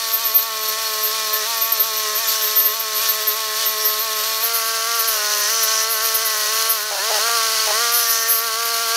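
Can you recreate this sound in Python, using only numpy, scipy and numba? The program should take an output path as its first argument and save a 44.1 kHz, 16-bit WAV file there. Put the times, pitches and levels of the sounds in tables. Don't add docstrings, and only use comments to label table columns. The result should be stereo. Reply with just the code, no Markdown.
import sys
import numpy as np
from scipy import signal
from scipy.fft import rfft, irfft
from scipy.io import wavfile
from scipy.ndimage import uniform_filter1d, map_coordinates
from numba import njit

SR = 44100
rng = np.random.default_rng(int(sys.argv[2]) if len(sys.argv) > 2 else 0)


def generate_wav(sig):
    pcm = np.round(np.clip(np.atleast_2d(sig).T, -1, 1) * 32767).astype(np.int16)
    wavfile.write(sys.argv[1], SR, pcm)


N = 395136
TIME_S = np.arange(N) / SR


def undb(db):
    return 10 ** (np.asarray(db) / 20)


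def unit(x):
    return x / np.sqrt(np.mean(x ** 2))


def curve(table):
    return np.interp(TIME_S, *np.transpose(table))


def gate(start_s, end_s, fade_s, edge_gain=0):
    return np.clip(np.minimum(TIME_S - start_s, end_s - TIME_S) / fade_s + edge_gain, 0, 1)


def walk(rate_hz):
    coarse_s = TIME_S[::10]
    knots = rng.standard_normal(len(coarse_s))
    return np.interp(TIME_S, coarse_s, map_coordinates(knots, [coarse_s * rate_hz], order=2, mode="wrap"))


def turns(hz):
    return 2 * np.pi * np.cumsum(hz) / SR


def colour(x, hz, db):
    bins_hz = np.maximum(np.arange(N // 2 + 1) * SR / N, 1)
    return irfft(rfft(x) * undb(np.interp(np.log(bins_hz), np.log(hz), db)), N)


def resonate(x, modes):
    return sum(undb(db) * unit(signal.lfilter(*signal.iirpeak(hz, hz / width_hz, SR), x))
               for hz, width_hz, db in modes)


@njit
def follow(x, initial, rise_s, fall_s):
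    lagged, state = np.empty(len(x)), initial
    for i in range(len(x)):
        state += (x[i] - state) / (SR * (rise_s if x[i] > state else fall_s))
        lagged[i] = state
    return lagged


# freq_hz, side_gain_db
SIDE_SPECTRUM = [(100, -1.5), (500, 2.5), (1200, -3), (3200, -56), (4300, -14.5), (8000, -9.5),
                 (15000, -7.5)]

def spread(mid, scattered):
    side = colour(scattered, *np.transpose(SIDE_SPECTRUM))
    return np.array([mid + side, mid - side])


GOVERNED_HZ = 236.43
# start_s, end_s, sag_hz
WHEEL_PUSHES = [(0.0, 0.101, 17.6), (0.119, 0.182, 19.8), (0.219, 0.318, 22.7), (0.343, 0.411, 19.7),
                (0.448, 0.759, 21), (0.785, 1.12, 20.5), (1.139, 1.445, 22.6), (1.504, 1.688, 15.8),
                (1.705, 1.82, 26), (1.853, 2.166, 22.9), (2.213, 2.728, 22.1), (2.766, 2.99, 22.3),
                (3.018, 3.344, 23.2), (3.366, 3.583, 20.6), (3.601, 4, 21.4), (4.033, 4.23, 25),
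                (4.247, 4.399, 15.7), (4.496, 4.859, 12.7), (4.937, 5.029, 21), (5.062, 5.473, 28.4),
                (5.537, 5.874, 16.6), (5.91, 6.006, 27.7), (6.034, 6.206, 17.3), (6.231, 6.493, 24.5),
                (6.505, 6.755, 13.2), (6.755, 6.81, 44), (6.81, 7.019, 21), (7.347, 7.709, 18),
                (7.977, 8.391, 10.1), (8.451, 8.555, 19), (8.607, 8.929, 8.6)]

def firing_rate(jam_sag_hz=38.28, flywheel_s=.088, recover_s=.049, crank_s=.024, hunt_hz=1.3):
    loads = list(WHEEL_PUSHES) + [(start, end, jam_sag_hz) for start, end, _ in JAMS]
    load_hz = sum(hz * ((TIME_S >= start) & (TIME_S < end)) for start, end, hz in loads)
    sag_hz = follow(load_hz, WHEEL_PUSHES[0][2] / 2, flywheel_s, recover_s)
    return GOVERNED_HZ - uniform_filter1d(sag_hz, int(crank_s * SR)) + hunt_hz * walk(28)


# time_s, level_db
THROTTLE = [(0, -31), (.1, -30), (1.4, -28), (2.7, -30), (4.5, -28), (6.7, -28), (6.85, -31.5),
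            (7.25, -24.5), (7.68, -28), (7.75, -23.5), (8.1, -29.5), (8.96, -26.5)]
# order, far_db, far_fast_change_db, near_db, near_fast_change_db
EXHAUST_ORDERS = [(1, -31.5, -1, -34, 0.5), (2, -12, -9, -11, 1), (3, -10.5, -0.5, -9, 0.5),
                  (4, -14, 8.5, -14.5, 0), (5, -3, 0.5, -3, 1), (6, -10, -3, -7, 3),
                  (7, -20.5, 0, -7.5, -2.5), (8, -26, -13, -24.5, 6), (9, -14.5, -11, -10, -4.5),
                  (10, -23.5, 1.5, -21, 2), (11, -15, 5.5, -35, -17)]

def engine(firing_hz, near, jammed, choke_db=-8, waver_db=1.19, flicker_db=.4, smear_rad=.52):
    fast = np.tanh((firing_hz - 219) / 11)
    phase = turns(firing_hz * (1 + .0015 * walk(150)))
    exhaust = 0
    for order, far_db, far_fast_db, near_db, near_fast_db in EXHAUST_ORDERS:
        db = (1 - near) * (far_db + far_fast_db * fast) + near * (near_db + near_fast_db * fast)
        unsteady = np.clip(order / 5, 1, 2)
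        gain = undb(db + unsteady * (waver_db * walk(14) + flicker_db * walk(110)))
        angle = round(order) * phase - np.pi / 2 + smear_rad * rng.standard_normal()
        skew = min(2 / order, 1)
        pan, lead_rad = undb(3.5 * skew ** 2 / 2), .14 * max(skew, .5)
        exhaust += gain * np.sqrt(2) * np.array([np.sin(angle + lead_rad) / pan, np.sin(angle) * pan])
    return undb(curve(THROTTLE) + choke_db * jammed) * exhaust


# tooth_order, level_db
WHEEL_ORDERS = [(1, -20), (2, -16.5), (3, -10), (4, -21), (5, -13.5)]

def wheel(tooth_hz, slip=.00308, waver_db=3.5, gain_db=-1):
    drive_db = curve(THROTTLE) + gain_db + 1.5 * snatch_db() + .38 * curve(SIDE_SCRAPE)
    phase = turns(tooth_hz * (1 + slip * walk(25)))
    lead_rad = np.array([[.013], [0]])
    hum = sum(undb(db + waver_db * walk(28)) * np.sin(round(order) * phase + lead_rad)
              for order, db in WHEEL_ORDERS)
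    return undb(drive_db) * np.sqrt(2) * hum


# time_s, level_db
CUT_DEPTH = [(0, -27.5), (0.57, -31.5), (0.65, -28.5), (1.5, -27.5), (1.66, -29.5), (2.44, -26.5),
             (2.72, -30), (3.1, -28.5), (3.69, -28.5), (4.3, -27.5), (5.74, -25.5), (5.89, -28.5),
             (6.6, -24.5), (6.85, -30), (7.14, -24), (7.81, -23.5), (8.31, -28.5), (8.96, -25)]
# time_s, disc_ring_db
SIDE_SCRAPE = [(0, -6.5), (2.3, -1), (4.4, -10), (5.4, 1.5), (5.82, 5.5), (5.879, -3), (6.5, -2.5),
               (7.6, -15), (8.1, 5), (8.3, 4), (8.6, -26)]
# freq_hz, far_db, near_db
RASP_SPECTRUM = [(150, -33, -34), (324.9, -23, -23.5), (805, -15.5, -16.5), (884, -15, -14.5),
                 (1360, -6, -5), (1550, -1, -2), (1690, -5.5, -9), (2030, -5, -7.5), (3110, -2.5, -2),
                 (3450, 2, -5), (4080, 1, -1), (4900, 2, 1), (5000, -2.5, -0.5), (5340, 3, 1),
                 (6620, -2, -1), (7500, -6, -10.5), (8950, -5.5, -7.5), (10000, -11.5, -7),
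                 (10500, -4, -6.5), (16000, -9, -12)]
# pitch_hz, width_hz, level_db
GUARD_MODES = [(4347, 84, -0.1)]
# pitch_hz, width_hz, level_db
DISC_MODES = [(5500, 390, 0.5), (5930, 140, 1)]

def rasp(firing_hz, tooth_hz, near, grain_db=3, fibre_db=10, body_hz=1000, full_sag_hz=19, gain_db=-6):
    beat = (1 + .029 * np.cos(turns(firing_hz))) * (1 + .15 * np.cos(turns(tooth_hz)))
    force = beat * undb(.9 * walk(240) + .5 * walk(1500))
    freq_hz, far_db, near_db = np.transpose(RASP_SPECTRUM)
    bite = np.sqrt(np.clip((GOVERNED_HZ - firing_hz) / full_sag_hz, .1, 2))
    guard_gain = undb(1.5 * walk(22) - near)
    disc_gain = undb(curve(SIDE_SCRAPE) + .9 * walk(25))
    flexed_index = np.arange(N) + .006 * np.cumsum(walk(10))
    pair = []
    for _ in range(2):
        snaps, chips = force * rng.standard_normal((2, N)) * undb(grain_db * rng.standard_normal((2, N)))
        fibres = (1 - near) * unit(colour(snaps, freq_hz, far_db))
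        fibres += near * unit(colour(snaps, freq_hz, near_db))
        body = signal.filtfilt(*signal.butter(2, body_hz, fs=SR), fibres)
        rings = guard_gain * resonate(chips, GUARD_MODES) + disc_gain * resonate(chips, DISC_MODES)
        rings = map_coordinates(rings, [flexed_index], mode="mirror")
        pair.append(undb(fibre_db) * (fibres + (bite - 1) * body) + rings)
    return undb(curve(CUT_DEPTH) + gain_db + snatch_db()) * spread(*pair)


# freq_hz, level_db
YARD_SPECTRUM = [(100, 1.5), (220, 5.5), (500, -10), (3000, -7.5)]

def yard(level_db=-57, width=.19):
    mid, side = (unit(colour(rng.standard_normal(N), *np.transpose(YARD_SPECTRUM))) for _ in range(2))
    return undb(level_db) * np.array([mid + width * side, mid - width * side])


# start_s, length_s, level_db
CHIRPS = [(0.132, 0.039, -17.5), (0.246, 0.051, -23), (0.345, 0.052, -15), (0.678, 0.032, -24),
          (1.028, 0.048, -21.5), (1.329, 0.032, -21), (1.612, 0.037, -19.5), (1.72, 0.017, -16),
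          (1.797, 0.039, -17.5), (1.966, 0.027, -23), (2.152, 0.047, -24), (2.271, 0.058, -23),
          (2.411, 0.091, -23), (2.56, 0.068, -15), (2.649, 0.038, -16), (2.794, 0.028, -24.5),
          (2.947, 0.074, -23), (3.085, 0.033, -19), (3.27, 0.035, -18), (3.658, 0.038, -19.5),
          (3.846, 0.057, -18.5), (3.989, 0.04, -24), (4.427, 0.043, -22), (4.534, 0.057, -23.5),
          (4.648, 0.024, -33), (4.987, 0.04, -22), (5.074, 0.042, -21), (5.627, 0.029, -23),
          (5.9, 0.06, -24), (6.046, 0.035, -24.5), (6.142, 0.035, -22), (6.249, 0.032, -23),
          (6.69, 0.044, -19), (7.923, 0.12, -22), (8.078, 0.08, -23), (8.282, 0.085, -18)]
# pitch_hz, far_db, near_db
STEEL_MODES = [(10985, -17, -6), (11600, -11, -19), (12805, -24, -14), (13375, 0, 0), (15150, -26, -22)]

def squeal(near, rub_db=-38.5, flicker_db=2, wander=.0027, shiver=.0006397, gain_db=4):
    buried = (TIME_S > 6.87) & (TIME_S < 7.92)
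    power = undb(rub_db - 13 * buried + 7 * np.tanh(walk(28)) + 2 * walk(140)) ** 2
    for start_s, length_s, db in CHIRPS:
        past_crest = ((TIME_S - start_s) / length_s - .4) / .3
        steepness = np.where(past_crest < 0, 3, .93)
        power += undb(db) ** 2 * np.exp(-np.abs(past_crest) ** steepness)
    bend = 1 + wander * np.tanh(walk(15))
    modes = 0
    for hz, far_db, near_db in STEEL_MODES:
        phase = turns(hz * (bend + shiver * walk(300)))
        flicker = np.tanh(walk(90)) + np.tanh(walk(10)) / 2
        gain = undb(far_db + near * (near_db - far_db) + flicker_db * flicker)
        lead_rad = .71 + .31 * walk(3.14)
        modes += gain * np.array([np.sin(phase), np.sin(phase + lead_rad)])
    return undb(gain_db) * np.sqrt(2 * power) * modes


# start_s, end_s, harmonic_db
SKIMS = [(1.716, 1.85, -41), (3.8, 3.979, -40)]

def whines(tooth_hz, fade_s=.02, waver_db=10):
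    envelope = sum(gate(start, end, fade_s) * undb(db) for start, end, db in SKIMS)
    phase = turns(tooth_hz)
    return envelope * sum(undb(waver_db * np.tanh(walk(5.5) / 2)) * np.sin(order * phase)
                          for order in range(18, 26))


# start_s, end_s, pitch_hz, width_hz, level_db
HARD_GRAIN = [(2.241, 2.351, 7080, 160.1, -36), (2.284, 2.338, 4450, 450, -27),
              (3.799, 3.877, 5580, 260, -26), (5.276, 5.826, 6050, 220.2, -34)]

def grates(fade_s=.028):
    pair = [sum(gate(start, end, fade_s, edge_gain=.5) * resonate(rng.standard_normal(N), [mode])
                for start, end, *mode in HARD_GRAIN) for _ in range(2)]
    return spread(*pair)


# centre_s, rise_db
KNOTS = [(2.31, 1.5), (3.05, 4.5), (3.63, 4), (4.25, 1.5), (6.07, 2)]

def snatch_db(half_length_s=.06):
    return sum(db * np.exp(-((TIME_S - centre_s) / half_length_s) ** 2) for centre_s, db in KNOTS)


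# start_s, end_s, level_db
JAMS = [(4.432, 4.442, -27), (6.907, 6.995, -28), (7.095, 7.192, -23), (7.288, 7.296, -23),
        (7.668, 7.72, -23)]
# freq_hz, level_db
FRAME_SPECTRUM = [(250, -37), (420, -3), (630, 5), (860, 4), (1150, -4.5), (2000, -5.5)]

def judder(firing_hz, fade_s=.0096):
    gates = [gate(start, end, fade_s, edge_gain=.5) for start, end, _ in JAMS]
    envelope = sum(window * undb(db) for window, (_, _, db) in zip(gates, JAMS))
    phase = turns(firing_hz * (1 + .05 * walk(320)))
    blows = unit(sum(np.cos(order * phase) for order in range(1, 10))) * (1 + .3 * walk(400))
    frame = unit(colour(blows, *np.transpose(FRAME_SPECTRUM)))
    return envelope * frame, sum(gates)


# start_s, end_s, pitch_hz, level_db
HELD_OVERTONES = [(8.044, 8.329, 1829, -34)]

def held_overtone(fade_s=.02, waver_db=1.5, wander=.00311):
    sway, bend = undb(waver_db * walk(30)), 1 + wander * walk(40)
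    return sum(gate(start, end, fade_s) * undb(db) * sway * np.sqrt(2) * np.sin(turns(hz * bend))
               for start, end, hz, db in HELD_OVERTONES)


def scene(move_s=4.43, far_pan_db=.3, near_pan_db=-.6):
    firing_hz = firing_rate()
    tooth_hz = 2.7 * firing_hz
    near = np.clip((TIME_S - move_s) / .017, 0, 1)
    shake, jammed = judder(firing_hz)
    drone = engine(firing_hz, near, jammed) + wheel(tooth_hz)
    cutting = rasp(firing_hz, tooth_hz, near) + grates() + squeal(near) + whines(tooth_hz)
    pan_db = far_pan_db + near * (near_pan_db - far_pan_db)
    ear_gains = undb(np.array([pan_db, -pan_db]) / 2)
    return drone + shake + cutting * ear_gains + yard() + held_overtone()


def record(dry):
    return signal.sosfilt(signal.ellip(10, .2, 80, 15600, fs=SR, output="sos"), dry)


dry = scene()
out = record(dry)
generate_wav(out)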